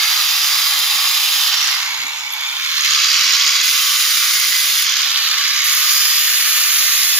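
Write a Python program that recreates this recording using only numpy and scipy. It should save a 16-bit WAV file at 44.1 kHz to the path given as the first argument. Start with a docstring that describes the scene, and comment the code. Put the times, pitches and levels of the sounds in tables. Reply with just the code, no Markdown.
"""A bright, finely ribbed hiss over a roar: an angle grinder close by, its flap disc laid on a steel weld three times.
Hiss: grit noise round the rim, re-read every turn, so it sinks in pitch as the motor is loaded; steel rings, flaps whistle.
Roar: fan noise swollen by gear knocks, through housing and guard resonances, recoloured as the tool is turned edge-on.
Behind: whines, rim ticks, handling bumps, shop rumble and a faint hum, all as filtered noise."""
import sys
import numpy as np
from scipy import signal
from scipy.fft import rfft, irfft
from scipy.io import wavfile
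from scipy.ndimage import uniform_filter1d, map_coordinates

SR = 44100
rng = np.random.default_rng(int(sys.argv[2]) if len(sys.argv) > 2 else 0)


def to_wav(sig):
    """Store sig (one row per channel, or 1-D mono) as 16-bit WAV at the path in sys.argv[1].

    Samples outside -1..1 are clipped; the rate is SR.
    """
    pcm = np.clip(np.atleast_2d(sig), -1, 1) * 32767
    pcm = np.round(pcm).astype(np.int16)
    wavfile.write(sys.argv[1], SR, pcm.T)  # frames by channels


N = 317079
TIME = np.arange(N) / SR
FRAMES = dict(nperseg=1024, noverlap=768)

# running tool, 1100-4400 Hz level, louder nearer the microphone: t/s, level/dB
TOOL_LEVEL = [(0, -19), (.35, -21), (1.35, -20), (1.53, -19), (1.72, -20.5), (1.85, -24.5), (2.27, -29.5),
              (2.34, -28), (2.45, -24.5), (2.52, -26), (2.76, -22.5), (2.92, -17.5), (3.38, -17),
              (3.85, -19.5), (3.96, -20), (4.75, -21), (4.9, -19.5), (7.19, -22)]
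# gear head resonances: f/Hz, width/Hz, gain/dB
HOUSING_MODES = [(1210, 260, -8.5), (3100, 50, -1), (3505, 200, -6.5), (4840, 100, -9.5), (14300, 276, -9)]
# breathy howl of the cooling air: t/s, f/Hz, level re fan/dB
AIR_HOWL = [(1.6, 2060, -7), (1.85, 2070, -2), (2.1, 2240, 0), (2.45, 2350, -1), (2.67, 2280, -3),
            (2.8, 1960, -2), (3.05, 2050, -9)]
HOWL_WIDTH_HZ, HOWL_WAVER_HZ, HOWL_WAVER_RATE_HZ = 170, 45, 14
# hollow housing note, open and stifled as the hand closes round it
HOLLOW_OPEN_DB, HOLLOW_HELD_DB = -39, -73.5
GRIP_S, GRIP_TAKES_S = 2.57, 0.016


def grinder(flutter_db=0.65, throb=0.057, shaded_db=-5, hollow_band_hz=(760, 1150), hollow_share=0.35,
            guard_hz=6640, guard_width_hz=400, guard_db=-19.5, guard_contact_db=2.0):
    """Fan and gear noise throbs once a turn and rings housing, air vents and guard; guard ping grows on the weld."""
    turns = np.cumsum(disc_speed()) / SR
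    drive = ports(clatter()) * amp(flutter_db * wander(48)) * (1 + throb * np.cos(2 * np.pi * turns))

    housing = sum(amp(db) * resonate(drive, hz, width) for hz, width, db in HOUSING_MODES)
    housing = housing * amp(shaded_db * curve(EDGE_TURN))
    howl_hz = curve(AIR_HOWL) + HOWL_WAVER_HZ * wander(HOWL_WAVER_RATE_HZ)
    howl = amp(curve(AIR_HOWL, axis=2)) * resonate(drive, howl_hz, HOWL_WIDTH_HZ)
    roar = radiate(drive + housing + howl)

    # level the middle range so TOOL_LEVEL holds at any angle
    middle_sos = signal.butter(4, [1100, 4400], "bandpass", fs=SR, output="sos")
    middle = signal.sosfilt(middle_sos, roar.mean(0))
    roar = roar / np.sqrt(uniform_filter1d(middle ** 2, size=SR // 8))

    tool_db = curve(TOOL_LEVEL)
    hollow_sos = signal.butter(2, hollow_band_hz, "bandpass", fs=SR, output="sos")
    hollow = unit(signal.sosfilt(hollow_sos, drive))
    hollow_db = HOLLOW_OPEN_DB + (HOLLOW_HELD_DB - HOLLOW_OPEN_DB) * ramp(GRIP_S, GRIP_TAKES_S)
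    hollow_db = hollow_db + hollow_share * (tool_db - tool_db.mean())

    ping = resonate(resonate(drive, guard_hz, guard_width_hz), guard_hz, guard_width_hz)
    ping_db = tool_db + curve(AIM_LIFT) + guard_db + guard_contact_db * on_weld()
    ping = ping / ping.mean(0).std() * amp(ping_db)
    return roar * amp(tool_db) + hollow * amp(hollow_db) + ping


# parts shaken by the gears, casing up to guard rim: top of range f/Hz, clatter/dB
SHAKEN_PARTS = [(1700, -15), (2900, -4), (4400, -1.5), (6100, -3.5), (9000, 3.5), (16000, -3.5)]
# hardest gear knocks, disc running free: t/s, level re running noise/dB
HARD_KNOCKS = [(1.524, -4), (1.540, -2), (1.743, -5), (1.863, -9), (1.943, 0), (2.035, -1), (2.436, -4),
               (2.452, -7), (2.466, -1), (2.598, 0), (2.660, -4), (2.697, -10), (2.782, -2)]
KNOCK_RISE_S, KNOCK_TAIL, KNOCK_TAIL_S = 0.00074, 0.07, 0.009
# clatter re fan: running free, change under load, change edge-on
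PLAY_FREE_DB, PLAY_LOADED_DB, PLAY_EDGE_ON_DB = -5.5, -2.5, 1.5


def clatter(turns_per_knock=2, uneven=0.12, spread_db=4.5, late_s=0.0014, ring_s=0.00082):
    """Fan noise swells with a gear knock about every second turn; load holds the teeth in mesh and weakens it."""
    gaps = np.exp(uneven * rng.standard_normal(900))
    times = np.cumsum(gaps) * turns_per_knock / disc_speed().mean()
    t = TIME[:SR // 20]
    burst = t / ring_s * np.exp(-t / ring_s) + KNOCK_TAIL * np.exp(-t / KNOCK_TAIL_S)
    hz = np.fft.rfftfreq(N, 1 / SR)
    part = np.searchsorted([top for top, db in SHAKEN_PARTS[:-1]], hz)
    slack = amp(PLAY_FREE_DB + PLAY_LOADED_DB * on_weld() + PLAY_EDGE_ON_DB * curve(EDGE_TURN))
    out = 0
    for k, (top, db) in enumerate(SHAKEN_PARTS):
        late, size = rng.random((len(times), 2)).T
        starts = ((times + late_s * late) * SR).astype(int)
        knocks = np.bincount(starts, amp(spread_db * np.sqrt(12) * size), N)[:N]
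        train = unit(signal.oaconvolve(knocks, burst)[:N])
        play = slack * amp(db)
        swell = np.sqrt((1 + (play * train) ** 2) / (1 + play ** 2))
        out = out + rfft(swell * rng.standard_normal((2, N))) * (part == k)
    hard = sum(amp(db) * puff(start, KNOCK_RISE_S) for start, db in HARD_KNOCKS)
    return irfft(out, N) * (1 + hard)


# tool attitude: t/s, turn (0 = disc faces microphone, 1 = edge-on)
EDGE_TURN = [(1.5, 0.045), (1.95, 1), (2.5, 0.89), (2.76, 0.7), (2.92, 0.63)]
# tool colour, disc facing: f/Hz, gain/dB
FACING_COLOUR = [(150, -49), (500, -55), (760, -19.5), (990, -30.5), (1120, -4), (1450, -9), (2050, -3),
                 (2500, -2.5), (3600, 0), (5500, -0.5), (6800, -9), (8100, -17), (9600, -18.5),
                 (11500, -9.5), (13200, -13.5), (15500, -12)]
# tool colour, edge-on: f/Hz, gain/dB
EDGE_ON_COLOUR = [(150, -48), (500, -19), (750, -32), (1050, -10), (1850, -5.5), (2350, -2.5), (2620, -2.5),
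                  (3500, -3), (4100, -1), (4900, -2.5), (6000, -5.5), (6800, -3.5), (8100, -23.5),
                  (10000, -20.5), (11800, -13.5), (13200, -25), (14000, -13), (14700, -22), (15400, -25)]
# upper middle range as the tool is moved about: t/s, lift/dB
AIM_LIFT = [(0, -1), (1.4, -1), (1.65, -1), (2.1, -6), (2.75, -2), (3.1, 4.5), (3.55, 1), (4.88, 2.5),
            (5.15, -1), (5.6, 0.5), (5.95, 4.5), (6.4, 1.5), (7.19, 4)]
# resonances swelling as tool and steel shift: t/s, half length/s, f/Hz, half width/Hz, lift/dB
RESONANCE_SWELLS = [(1.61, 0.07, 5650, 220, 7), (2.45, 0.15, 3500, 280, 8), (3.08, 0.081, 4550, 150, 0),
                    (3.52, 0.085, 4800, 150, 5), (5.2, 0.16, 3500, 200, 1), (5.993, 0.16, 4930, 300, 3.5)]


def radiate(x, beam_hz=5500, beam_octaves=0.34, bounce_s=0.0034, sway=0.044, bounce=0.22, patchy_db=2.0):
    """Colour follows the tool's turn; edge-on, the bounce off the bench makes a gliding comb."""
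    hz, t, z = signal.stft(x, SR, **FRAMES)
    turned = curve(EDGE_TURN, t)
    db = np.outer(spectrum(FACING_COLOUR, hz), 1 - turned) + np.outer(spectrum(EDGE_ON_COLOUR, hz), turned)
    beam = np.exp(-(np.log2((hz + 1) / beam_hz) / beam_octaves) ** 2)
    db = db + np.outer(beam, curve(AIM_LIFT, t))
    for at, length, centre, width, lift_db in RESONANCE_SWELLS:
        band = np.exp(-((hz - centre) / width) ** 2)
        db = db + lift_db * np.outer(band, np.exp(-((t - at) / length) ** 2))
    db = db + patchy_db * patches(db.shape, size=4, order=50)  # colour drifts as the hand moves
    delay = bounce_s * (1 + sway * np.interp(t, TIME, wander(1.8)))
    comb = 1 + bounce * turned * np.exp(-2j * np.pi * np.outer(hz, delay))
    return signal.istft(z * amp(db) * comb, SR, **FRAMES)[1][:, :N]


# disc speed, sagging through each pass and briefly on the swing: t/s, speed/(turns/s)
SPEED_CURVE = [(0, 148.8), (.7, 147.3), (1.45, 146.6), (1.85, 150.5), (2.11, 150.5), (2.3, 142.3),
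               (2.47, 150.3), (3.63, 149), (4, 147), (4.4, 144.8), (4.85, 143.4), (5.15, 147.2),
               (5.64, 150.2), (6, 147.9), (6.5, 143.6), (6.85, 142.3), (7.19, 141.8)]


def disc_speed():
    """Disc speed in turns a second."""
    return curve(SPEED_CURVE)


# grit colour: f/Hz, gain/dB
GRIT_COLOUR = [(300, -33.5), (900, -14.5), (2000, -1), (4150, 1), (5400, -4.5), (6900, 6), (8200, -9),
               (9200, -2), (10300, 3.5), (11800, 5.5), (13400, 3), (14600, 5.5), (15500, 4.5)]
# steel box resonances: f/Hz, width per stage/Hz, level/dB
STEEL_MODES = [(3730, 340, -3), (4930, 500, -1.5)]
# flap whistles on the weld: multiple of disc speed, level re hiss/dB before the pass's whistle gain
FLAP_WHISTLES = [(32, -25), (46.5, -19), (71, -13), (75, -19), (77, -21)]
# weld passes: start t/s, end t/s, hiss/dB before trim, whistle gain/dB, steel ring re hiss/dB
WELD_PASSES = [(0, 1.5, -26.5, -5, -3.5), (3.63, 4.85, -24.5, -3.5, -9), (5.639, 7.3, -22.5, -3, -27.5)]
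# disc lands lightly, then is pressed home
LIGHT_TOUCH_DB, PRESS_S = -2, 0.22


def grinding(trim_db=0.22, lasting=0.78, loose=0.51, wobble=0.2, ripple=0.23, high_spots=5,
             flap_load_db=3.0, flap_width_hz=25, shake_db=1.0):
    """Grit scrapes the weld and rings the steel; the flaps add thin whistles that grow with load."""
    speed = disc_speed()
    turns = np.cumsum(speed) / SR
    scrape = np.array([grit_track(turns, lasting) for port in range(2)])
    scrape = scrape + loose * rng.standard_normal((2, N))

    # light: one bite a turn; loaded: rides on all high spots
    load = (speed.max() - speed) / np.ptp(speed)
    bite = wobble * (1 - load) * np.cos(2 * np.pi * turns)
    pressure = 1 + bite + ripple * load * np.cos(2 * np.pi * high_spots * turns)
    hiss = unit(colour(scrape * pressure, GRIT_COLOUR))

    whistle = sum(amp(db) * narrow(multiple * speed, flap_width_hz) for multiple, db in FLAP_WHISTLES)
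    ring = 0
    for hz, width, db in STEEL_MODES:
        ring = ring + amp(db) * resonate(resonate(rng.standard_normal((2, N)), hz, width), hz, width)
    ring = unit(ring)

    ringing, whistling, contact = 0, 0, 0
    for start, end, hiss_db, whistle_db, ring_db in WELD_PASSES:
        touch = touching(start, end)
        press_db = LIGHT_TOUCH_DB * np.exp(-np.maximum(TIME - start, 0) / PRESS_S)
        ringing = ringing + amp(ring_db) * touch
        whistling = whistling + amp(whistle_db) * touch
        contact = contact + amp(hiss_db + press_db) * touch

    mix = ports(hiss + amp(flap_load_db * load) * whistling * whistle + ringing * ring * pressure)
    mix = mix / band_rms(mix, 9500, 15500)
    return mix * contact * amp(trim_db + shake_db * wander(77))


def grit_track(turns, lasting, size=300):
    """Grit round the rim, read once a turn; part of it wears away each time."""
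    fresh = rng.standard_normal((int(turns[-1]) + 2, size))
    rim = signal.lfilter([1], [1, -lasting], fresh, axis=0)
    return unit(map_coordinates(rim.ravel(), [turns * size], order=3))


def touching(start, end, land_s=0.01, lift_s=0.051):
    """One with the disc on the weld, zero off it."""
    return ramp(start - land_s / 2, land_s) - ramp(end - lift_s / 2, lift_s)


def on_weld():
    """Contact through all the passes."""
    return sum(touching(start, end) for start, end, *rest in WELD_PASSES)


# free-running fan, gear and motor whines: start t/s, end t/s, multiple of disc speed, level/dB before ports
FREE_WHINES = [(1.8, 2.62, 6, -46), (2.07, 2.57, 37, -38), (4.98, 5.62, 85.4, -46)]
WHINE_WIDTH_HZ, WHINE_FADE_S = 25, 0.08


def whines():
    """Faint thin whines glide with the disc speed while the disc is off the steel."""
    out = 0
    for start, end, multiple, db in FREE_WHINES:
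        gate = ramp(start, WHINE_FADE_S) - ramp(end - WHINE_FADE_S, WHINE_FADE_S)
        out = out + amp(db) * gate * narrow(multiple * disc_speed(), WHINE_WIDTH_HZ)
    return out


# guard rim ticks as the tool is swung back: t/s, level/dB before ports
RIM_TICKS = [(2.311, -29), (2.324, -22), (2.337, -21), (2.349, -31), (2.360, -29), (2.409, -26)]
# rim resonances: f/Hz, width per stage/Hz, relative level/dB
RIM_MODES = [(3500, 830, -5), (11900, 1200, 4), (14000, 600, -5)]
TICK_RISE_S = 0.0012


def ticks():
    """A quick run of sharp ticks: rim-resonant noise under short puffs."""
    ring = unit(sum(amp(db) * narrow(hz, width) for hz, width, db in RIM_MODES))
    return ring * sum(amp(db) * puff(start, TICK_RISE_S) for start, db in RIM_TICKS)


# soft handling bumps: t/s, level/dB before ports, f/Hz
HANDLING_BUMPS = [(.94, -47.5, 210), (1.985, -49, 125), (2.035, -47.5, 218), (2.865, -47, 104),
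                  (3.201, -52, 130), (3.3, -52, 220), (3.439, -54, 151), (5.95, -47, 170)]
BUMP_RISE_S, BUMP_WIDTH_SHARE = 0.013, 0.98


def bumps():
    """Dull noise puffs that swell and die in a few hundredths of a second."""
    out = 0
    for start, db, hz in HANDLING_BUMPS:
        out = out + amp(db) * puff(start, BUMP_RISE_S) * narrow(hz, BUMP_WIDTH_SHARE * hz)
    return out


# shop rumble colour: f/Hz, gain/dB
SHOP_COLOUR = [(20, -42), (40, -30), (65, -1.5), (130, 3.5), (250, 0.5), (400, 0), (700, 1), (1500, -25)]
# rumble: shop alone, and rise with the disc on the weld
RUMBLE_DB, RUMBLE_CONTACT_DB = -65.5, 7
HUM_HZ, HUM_WIDTH_HZ, HUM_DB = 524.5, 16, -67.5


def shop(lumpy_db=2.4, draught_hz=90, draught_db=3.0, near_share=0.17):
    """Low rumble, nearly unrelated at the two ports, plus a hum; the tool's draught makes the deepest part gusty."""
    low = ports(colour(rng.standard_normal((2, N)), SHOP_COLOUR))
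    deep = signal.sosfiltfilt(signal.butter(2, draught_hz, fs=SR, output="sos"), low)
    low = low + deep * (amp(draught_db * wander(13)) - 1)
    low = low / band_rms(low, 40, 450)
    near_db = curve(TOOL_LEVEL) - curve(TOOL_LEVEL).mean()
    rumble_db = RUMBLE_DB + RUMBLE_CONTACT_DB * on_weld() + near_share * near_db + lumpy_db * wander(6.8)
    return low * amp(rumble_db) + amp(HUM_DB) * narrow(HUM_HZ, HUM_WIDTH_HZ)


# likeness of the two microphone ports: f/Hz, correlation (clipped to 0.99)
PORT_LIKENESS = [(150, 0), (600, 0.5), (1300, 1), (2200, 0.62), (3300, 0.54), (4300, 0.5), (5200, 0.8),
                 (6800, 0.5), (9000, 0.7), (15000, -0.2)]
# port balance: f/Hz, left minus right/dB
PORT_LEAN = [(60, 4), (110, -4.5), (200, -2.5), (380, -2.5), (700, -2.5), (1290, -2.5), (2380, -2.5),
             (4400, -3.5), (8120, -1), (15000, -1)]
# four tool stances, each: f/Hz, lead of left port/rad
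STANCE_LEADS = [
    [(300, 0), (2200, .3), (3300, -.7), (4300, 1.8), (5200, .2), (6600, .5), (8500, -2.5), (10000, -1.1),
     (12000, -2), (14000, -5)],
    [(300, 0), (1300, -.5), (2200, -1.9), (3300, -1.7), (4300, -2.5), (5200, -1.7), (6600, -1.3),
     (10000, -2), (14000, -6.4)],
    [(300, 1.5), (1300, .3), (3000, .6), (5200, 0), (6600, .7), (10000, .3), (12000, 4)],
    [(300, -1.5), (1300, .9), (2200, -1.2), (3400, .3), (4200, -2.4), (6800, -1.9), (9000, -2.8),
     (10300, -2), (12000, -5.5)],
]
# moves through the stances: t/s, stance number (fractions on the way)
STANCE_MOVES = [(1.5, 0), (1.9, 1), (2.79, 1), (3, 2), (4.9, 2), (5.15, 3), (5.62, 3), (5.95, 2.7),
                (6.3, 3)]


def ports(x, twist_hz=4000, twist_rad=0.56):
    """Two unrelated signals become a microphone pair; phase follows the stance, randomly twisted in the treble."""
    hz, t, (a, b) = signal.stft(x, SR, **FRAMES)
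    hz = hz[:, None]
    place = curve(STANCE_MOVES, t)
    lead = 0
    for k, stance in enumerate(STANCE_LEADS):
        lead = lead + np.maximum(1 - abs(place - k), 0) * np.exp(-1j * spectrum(stance, hz))
    same = np.clip(spectrum(PORT_LIKENESS, hz), -0.99, 0.99) * lead
    lean = amp(spectrum(PORT_LEAN, hz) / 2)
    phase = twist_rad * np.tanh(hz / twist_hz) ** 2 * patches(a.shape, size=7, order=160)
    right = (same * a + np.sqrt(1 - abs(same) ** 2) * b) * np.exp(1j * phase)
    return signal.istft(np.array([a * lean, right / lean]), SR, **FRAMES)[1][:, :N]


def amp(db):
    """Decibels to gain."""
    return 10 ** (np.asarray(db) / 20)


def unit(x):
    """Scales to an rms of one."""
    return x / np.sqrt(np.mean(x ** 2) + 1e-20)


def curve(rows, t=TIME, axis=1):
    """One column of a time table, joined by straight lines."""
    rows = np.array(rows, float)
    return np.interp(t, rows[:, 0], rows[:, axis])


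def spectrum(points, hz):
    """A frequency table, joined by straight lines on a log axis."""
    f, value = np.transpose(points)
    return np.interp(np.log(hz + 1), np.log(f), value)


def colour(x, points):
    """Filters x by a table of dB over frequency."""
    return irfft(rfft(x) * amp(spectrum(points, np.fft.rfftfreq(N, 1 / SR))), N)


def band_rms(x, lo_hz, hi_hz):
    """Rms of the middle of a stereo pair inside one band."""
    hz = np.fft.rfftfreq(N, 1 / SR)
    return np.std(irfft(rfft(x.mean(0)) * ((hz > lo_hz) & (hz < hi_hz)), N))


def wander(rate_hz):
    """Random drift of rms one, low-passed near rate_hz."""
    hz = np.fft.rfftfreq(N, 1 / SR)
    return unit(irfft(rfft(rng.standard_normal(N)) * (hz > 1) / (1 + (hz / rate_hz) ** 4), N))


def resonate(x, hz, width_hz):
    """One-pole resonance of gain one, fixed or following a curve."""
    turn = np.exp(2j * np.pi * np.cumsum(hz * np.ones(N)) / SR)
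    r = np.exp(-np.pi * width_hz / SR)
    return 2 * (turn * signal.lfilter([1 - r], [1, -r], x / turn)).real


def narrow(hz, width_hz):
    """Stereo noise of rms one through two equal resonances."""
    return unit(resonate(resonate(rng.standard_normal((2, N)), hz, width_hz), hz, width_hz))


def patches(shape, size, order):
    """Random field of rms one, smooth over size bins and order frames."""
    field = uniform_filter1d(rng.standard_normal(shape), size, axis=0)
    return unit(uniform_filter1d(field, order, axis=1))


def ramp(start_s, length_s):
    """Rises from zero to one."""
    return np.clip((TIME - start_s) / length_s, 0, 1)


def puff(start_s, rise_s):
    """Swells to one and dies away."""
    age = np.maximum(TIME - start_s, 0) / rise_s
    return age * np.exp(1 - age)


def scene():
    """The tool, its disc on the weld, the small noises and the shop."""
    return grinder() + grinding() + ports(whines() + ticks() + bumps()) + shop()


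def record(dry, ceiling=0.9, edge_hz=15560):
    """Rounds off the highest peaks, then low-passes at edge_hz."""
    rounded = dry / (1 + (dry / ceiling) ** 6) ** (1 / 6)
    lowpass = signal.firwin(801, edge_hz, window=("kaiser", 9), fs=SR)
    return signal.oaconvolve(rounded, lowpass[None], "same")


dry = scene()
out = record(dry)
to_wav(out)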